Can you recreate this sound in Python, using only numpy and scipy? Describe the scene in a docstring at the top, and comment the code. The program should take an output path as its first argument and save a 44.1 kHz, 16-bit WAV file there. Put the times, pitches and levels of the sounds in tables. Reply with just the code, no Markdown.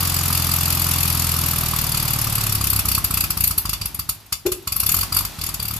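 """Flat-four nearly stalling in a garage

An air-cooled engine runs off the throttle, heard from behind its two tailpipes. It slows, misfires,
nearly stalls, coughs once with a hollow pop and catches again unevenly. Every firing is a low thump,
a knock in the silencer and a whistling puff of gas; while it runs evenly the thumps merge into a drone.
The garage answers, and the cooling fan and valve gear rush underneath."""
import sys
import numpy as np
from scipy import signal
from scipy.fft import rfft, irfft, next_fast_len
from scipy.io import wavfile

SR = 44100
rng = np.random.default_rng(int(sys.argv[2]) if len(sys.argv) > 2 else 0)


def persist_wave(psi):
    """Save psi, clipped to +-1, as 16-bit WAV."""
    counts = np.round(np.clip(psi, -1, 1) * 32767).astype(np.int16)
    wavfile.write(sys.argv[1], SR, np.atleast_2d(counts).T)


N = 255320
TIME = np.arange(N) / SR
EVEN_UNTIL_S = 2.57  # the engine runs rough from here on

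# engine speed: (time [s], rate [firings/s])
FIRING_RATE = [(0.0, 44.45), (0.39, 42.47), (0.79, 42.92), (1.4, 41.44), (1.88, 37.92), (2.4, 35.76),
               (2.62, 33.61), (2.93, 31.67), (3.46, 29.34), (3.76, 24.8), (4.12, 18.75), (4.42, 13.64),
               (4.5, 18.32), (4.7, 20.36), (4.95, 41.32), (5.02, 48.64), (5.1, 40.4), (5.18, 49.43),
               (5.4, 40.33), (5.61, 35.74), (5.79, 35.88)]
# strength of the burn: (time [s], level [dB])
POWER = [(0, 0), (2.3, 0.5), (3.0, -2), (3.8, -6.5), (4.3, -11), (4.72, -9.5), (4.95, -6), (5.25, -8.5),
         (5.79, -7.5)]


def from_db(db):
    """Decibels to gain."""
    return 10 ** (np.asarray(db) / 20)


def at_hz(points, hz):
    """Read a spectrum on a log-frequency axis."""
    known, values = np.transpose(points)
    return np.interp(np.log(hz + 1e-6), np.log(known), values)


def in_time(rows, at):
    """Read a curve at the given times."""
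    return np.interp(at, *np.transpose(rows))


def pan(db):
    """Left and right gains for a level difference."""
    return from_db(np.array([[db], [-db]]) / 2)


def stereo_noise(alike, size=N):
    """White noise whose two sides are partly alike."""
    mid, side = rng.standard_normal((2, size))
    return (np.sqrt(1 + alike) * mid + np.sqrt(1 - alike) * side * [[1], [-1]]) / np.sqrt(2)


def coloured(x, spectrum):
    """Shape a white signal, keeping its power."""
    size = next_fast_len(N + SR // 10)
    gain = from_db(at_hz(spectrum, np.arange(size // 2 + 1) * SR / size))
    return irfft(rfft(x, size) * gain / np.sqrt(np.mean(gain ** 2)), size)[..., :N]


def resonance(x, hz, width_hz):
    """Two-pole resonance, gain 1 at its peak."""
    r = np.exp(-np.pi * width_hz / SR)
    feedback = [1, -2 * r * np.cos(2 * np.pi * hz / SR), r * r]
    return signal.lfilter(np.array([1, 0, -1]) * (1 - r * r) / 2, feedback, x + 1e-18)


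def low_ring(spectrum, cutoff_hz=700):
    """The minimum-phase ring of a spectrum, low-passed and scaled to a peak of 1."""
    size = SR // 2
    gain = from_db(at_hz(spectrum, np.arange(size // 2 + 1) * SR / size))
    cepstrum = irfft(np.log(gain), size)
    cepstrum[1:size // 2] *= 2
    cepstrum[size // 2 + 1:] = 0
    ring = irfft(np.exp(rfft(cepstrum)), size)
    ring = signal.sosfilt(signal.butter(2, cutoff_hz, fs=SR, output="sos"), ring)
    return ring / np.abs(ring).max()


def delayed(x, s):
    """The same sound, later."""
    return np.interp(TIME - s, TIME, x, left=0)


def swells(times, gains, rise_s, fall_s):
    """One smooth swell per event: a bell-curve attack and an exponential tail."""
    out = np.zeros(N)
    for s, gain in zip(times, gains):
        near = slice(*np.searchsorted(TIME, [s - 4 * rise_s, s + 10 * fall_s]))
        age = TIME[near] - s
        log_envelope = np.where(age < 0, -.5 * (age / rise_s) ** 2, 1 - np.hypot(1, age / fall_s))
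        out[near] += gain * np.exp(log_envelope)
    return out


def clicks(times, gains):
    """One click per event."""
    out = np.zeros(N)
    np.add.at(out, np.clip(np.round(times * SR).astype(int), 0, N - 1), gains)
    return out


def firing_count(start_phase=.614):
    """Firings so far; there are two to each turn of the crank."""
    return start_phase + np.cumsum(in_time(FIRING_RATE, TIME)) / SR


def firings(merged_thump_db=-37, misfire_db=-27, rasp_per_power=0.14):
    """The four cylinders take turns, some missing: times, then thump, knock, rasp and hiss in dB."""
    # the cylinders in firing order:
    # (lag [s], thump [dB], knock [dB], rasp [dB], hiss [dB], knock lost in rough running [dB])
    cylinders = [(.0002, -25.5, -32, -23.5, -18, 13), (.0002, -20.5, -22.5, -25, -21.5, 2.5),
                 (.00015, -21, -29.5, -23.5, -19, 5.5), (-.0006, -21.5, -27.5, -22, -18, 1.5)]
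    # gas pressure at the valves, driving knock, rasp and hiss: (time [s], level [dB])
    pressure = [(0, -2.5), (1, -1.4), (1.6, -3), (2.3, -2.5), (2.9, 1), (3.5, -0.5), (3.88, -3), (4.1, -1),
                (4.5, -1), (4.92, 0), (5.18, -1.5), (5.38, -6), (5.79, -7)]
    # charges that burn harder or softer than their neighbours: (time [s], knock [dB], rasp [dB], hiss [dB])
    odd_burns = [(2.352, -7, 0, 3.5), (2.582, -4, -11, -13), (2.734, 1, -1.5, 4), (3.443, -8, 0, 6.5),
                 (3.478, -9, -1, 5.5), (3.584, 0, -2, 8.5), (3.814, -6, -2, -4), (3.95, 2, -7.5, -4.5),
                 (3.996, -8, 2.5, -0.5), (4.327, 1, 3.5, -3.5), (4.466, -11, 3.5, 1), (4.895, 5, 2.5, 2),
                 (4.946, 5, 5, 5), (5.171, 11, 1, 6), (5.211, 0, -6, -2), (5.391, -4, -4.5, -6)]
    # the mixture fails to light: (time [s], misses in a row [firings])
    misfires = [(2.83, 1), (3.01, 1), (3.08, 1), (3.27, 1), (3.34, 1), (3.55, 1), (3.62, 1), (3.77, 1),
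                (3.9, 1), (4.05, 1), (4.15, 3), (4.39, 1), (4.57, 2), (5.06, 3), (5.23, 1), (5.28, 5),
                (5.52, 1), (5.57, 1)]
    beats = TIME[np.flatnonzero(np.diff(np.floor(firing_count())))]
    turn = np.arange(len(beats)) % len(cylinders)
    lag, thump, knock, rasp, hiss, knock_loss = np.array(cylinders)[turn].T
    rough = beats > EVEN_UNTIL_S
    power = in_time(POWER, beats)
    thump = np.where(rough, thump + power, merged_thump_db)
    rasp = rasp + rasp_per_power * power  # a weak burn rasps less
    gas = np.transpose([knock - rough * knock_loss, rasp, hiss]) + in_time(pressure, beats)[:, None]
    gas += rng.standard_normal(gas.shape) * (1.54, 1.56, 0.7)  # no two burns are alike
    for s, *change_db in odd_burns:
        gas[np.abs(beats - s).argmin()] += change_db
    levels = np.column_stack([thump, gas])
    for s, count in misfires:
        first = np.abs(beats - s).argmin()
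        levels[first:first + count] += misfire_db  # an unlit cylinder only pumps air
    return beats + lag, *levels.T


def drone(bass_lead_rad=11):
    """Even firing feeds the exhaust's standing waves; each crank order swells as it slides through one."""
    # standing waves of the exhaust: (frequency [Hz], level [dB])
    standing_waves = [(35, -33), (44, -35), (68, -36.5), (84, -25), (104, -25), (115, -32), (128, -29),
                      (137, -33), (150, -30), (170, -32), (190, -36.5), (260, -39.5)]
    # harmonics of even firing: (order [multiple of crank speed], level [dB])
    crank_orders = [(2, 0), (3, -7), (4, -0.5), (6, 0.5), (7, -1), (8, -0.5), (10, -3.5), (12, -4)]
    crank_angle = np.pi * firing_count()
    crank_hz = in_time(FIRING_RATE, TIME) / 2
    out = 0
    for order, db in crank_orders:
        gain = from_db(db + at_hz(standing_waves, order * crank_hz))
        out = out - gain * np.cos(order * crank_angle + bass_lead_rad / order ** 2)  # low orders lead
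    # the waves die away as the running turns rough
    return out * np.exp(-np.maximum(TIME - EVEN_UNTIL_S, 0) / 0.023)


def thumps(times, level_db, lead_s=0.00667, boom_db=5, header_drive_db=40):
    """Each slug of gas swings the silencer's air; every second one also rings a long header pipe."""
    # the silencer's boom with the garage's lowest modes: (frequency [Hz], level [dB])
    boom = [(20, -40), (42, -1.5), (60, 3), (73, -1.5), (86, 4), (102, 2), (115, -4.5), (130, -8),
            (150, -1.5), (174, -9), (205, -13), (258, -19), (360, -24.5), (700, -43.5)]
    push = clicks(times - lead_s, from_db(level_db + boom_db))
    header_push = clicks(times[1::2] - lead_s, from_db(level_db[1::2] + header_drive_db))
    header = resonance(header_push, hz=150, width_hz=18)
    return signal.fftconvolve(push, low_ring(boom))[:N] + header


def knocks(times, level_db, lead_s=0.004548, front_db=39, gush_db=12):
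    """The valve opens: a pressure front and a short gush ring the silencer ahead of the puff."""
    # silencer modes: (frequency [Hz], width [Hz], level [dB], left minus right [dB])
    silencer = [(750, 530, -19.5, 9), (916, 204, -8.5, 6), (1174, 220, 1.5, -7), (1315, 380, -4, -7.5)]
    front = clicks(times - lead_s, from_db(level_db + front_db))
    gush = swells(times - lead_s, from_db(level_db + gush_db), rise_s=0.00078, fall_s=0.0067)
    strike = front + gush * stereo_noise(alike=0.91)
    return sum((-1) ** k * from_db(db) * pan(side_db) * resonance(strike, hz, width)
               for k, (hz, width, db, side_db) in enumerate(silencer))


def puffs(times, rasp_db, hiss_db, rasp_lead_s=0.00081):
    """Gas rasps through the whole pulse and hisses at its fastest; the tailpipes whistle with both."""
    # colour of the rasp before the pipes: (frequency [Hz], density [dB])
    rasp_colour = [(300, -13.5), (700, -10.5), (1200, -1.5), (1800, -9.5), (2600, 2), (3300, -6.5),
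                   (4600, -0.5), (6300, -4), (9000, 0), (15000, -9.5)]
    # colour of the hiss before the pipes: (frequency [Hz], density [dB])
    hiss_colour = [(2000, -38), (5000, -34), (7500, -12), (9500, -4.5), (11000, 2.5), (12500, -0.5),
                   (14500, -2), (16000, -3)]
    # tailpipe resonances: (frequency [Hz], width [Hz], boost [dB], left minus right [dB])
    pipes = [(2660, 1400, 3.5, 2), (3502, 92, -3, 28), (4200, 210, 2, -3.5), (4540, 130, 5, -2),
             (4787, 147, 9, 5.5), (5606, 180, 7, -3), (6890, 184, 3.5, 21), (7920, 113, 7, -2.5),
             (9120, 260, 1, 9), (11350, 820, 5, 2.5), (12930, 870, 3.5, 16), (13700, 900, 5, -5.5)]
    rasp = swells(times - rasp_lead_s, from_db(rasp_db - 1), rise_s=0.0023, fall_s=0.0055)
    hiss = swells(times, from_db(hiss_db), rise_s=0.0027, fall_s=0.0021)
    gas = coloured(rasp * stereo_noise(alike=0.14), rasp_colour)
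    gas += coloured(hiss * stereo_noise(alike=0.58), hiss_colour)
    # every puff drives each resonance with a strength of its own, more so in rough running
    puff_spread_db = np.where(times < EVEN_UNTIL_S, 2.8, 4.2)
    for hz, width, boost_db, side_db in pipes:
        spread_db = puff_spread_db * min(1, 400 / width)  # broad resonances average the eddies out
        chance_db = np.interp(TIME, times, spread_db * np.sqrt(3) * rng.uniform(-1, 1, len(times)))
        peak_gain = from_db(boost_db + chance_db) * pan(side_db)
        gas = gas + (peak_gain - 1) * resonance(gas, hz, width)
    return gas


def cough(glide=0.095):
    """Unburnt mixture lights in the exhaust and drives one hollow, rising note; two walls throw it back."""
    # the pop in the exhaust: (time [s], length [s], mid pitch [Hz], level [dB])
    pops = [(4.452, 0.028, 368.7, -13.5)]
    # its partials: (ratio [multiple of the pitch], level [dB])
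    partials = [(1, 1), (1.27, -16), (2.2, -23), (2.75, -40)]
    pop = np.zeros(N)
    for s, length, hz, db in pops:
        progress = np.clip((TIME - s) / length, 0, 1)
        phase = 2 * np.pi * hz * length * progress * (1 + glide * (progress - 1))
        note = sum(from_db(partial_db) * np.sin(ratio * phase) for ratio, partial_db in partials)
        breath = from_db(-3) * resonance(rng.standard_normal(N), hz=645, width_hz=410)
        pop += from_db(db) * np.sin(np.pi * progress) * (note + breath)
    echoed = pop + from_db(-8.5) * delayed(pop, s=0.02) + from_db(-13.5) * delayed(pop, s=0.061)
    return echoed * pan(db=3) + from_db(-14.5) * garage(echoed, alike=0.82, build_s=0.019)


def machinery(full_db=-28, full_firings_per_s=43.5, db_per_octave=6.5):
    """The cooling fan and the valve gear rush under the exhaust, louder with speed and power."""
    # colour of the rush: (frequency [Hz], density [dB])
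    rush_colour = [(20, -6), (45, 0), (100, 0), (200, 1), (320, -1), (500, -11), (620, -6), (900, -3),
                   (1800, -8), (4500, -7), (8000, -13), (15000, -13)]
    octaves = np.log2(in_time(FIRING_RATE, TIME) / full_firings_per_s)
    level_db = full_db + db_per_octave * octaves + in_time(POWER, TIME)
    return from_db(level_db) * coloured(stereo_noise(alike=0.61), rush_colour)


def garage(x, alike, build_s):
    """Diffuse reflections build up and die band by band, in a tail of unit energy per side."""
    # garage reverberation: (frequency [Hz], time to fall 60 dB [s])
    decay_times = [(100, 0.67), (400, 0.36), (1200, 0.19), (4000, 0.24), (8000, 0.14), (14000, 0.22)]
    age = TIME[:SR // 2]
    white = stereo_noise(alike, size=len(age))
    edges_hz = np.geomspace(40, 18000, 9)
    tail = 0
    for low, high in zip(edges_hz, edges_hz[1:]):
        band = signal.sosfiltfilt(signal.butter(2, [low, high], "band", fs=SR, output="sos"), white)
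        tail = tail + band * from_db(-60 * age / at_hz(decay_times, np.sqrt(low * high)))
    tail *= 1 - np.exp(-(age / build_s) ** 2)
    tail /= np.sqrt(np.sum(tail ** 2) / 2)
    return signal.fftconvolve(np.atleast_2d(x), tail, axes=1)[:, :N]


def scene():
    """The exhaust's low and bright layers, their reverberation and the machinery behind them."""
    times, thump_db, knock_db, rasp_db, hiss_db = firings()
    low = thumps(times, thump_db)
    low_room = from_db(-17) * garage(low, alike=.9, build_s=.02)
    bright = knocks(times, knock_db) + puffs(times, rasp_db, hiss_db) * pan(db=-2)
    bright_room = from_db(-7) * garage(bright, alike=0.039, build_s=0.0033)
    return drone() + low + low_room + bright + bright_room + cough() + machinery()


def record(dry, low_cut_hz=18, high_cut_hz=14650):
    """The microphone sheds the deepest bass, peaks are rounded, the top is cut steeply."""
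    low_cut = signal.butter(1, low_cut_hz, "high", fs=SR, output="sos")
    high_cut = signal.ellip(12, .2, 80, high_cut_hz, fs=SR, output="sos")
    rounded = np.tanh(signal.sosfilt(low_cut, dry))
    return signal.sosfilt(high_cut, rounded)


dry = scene()
out = record(dry)
persist_wave(out)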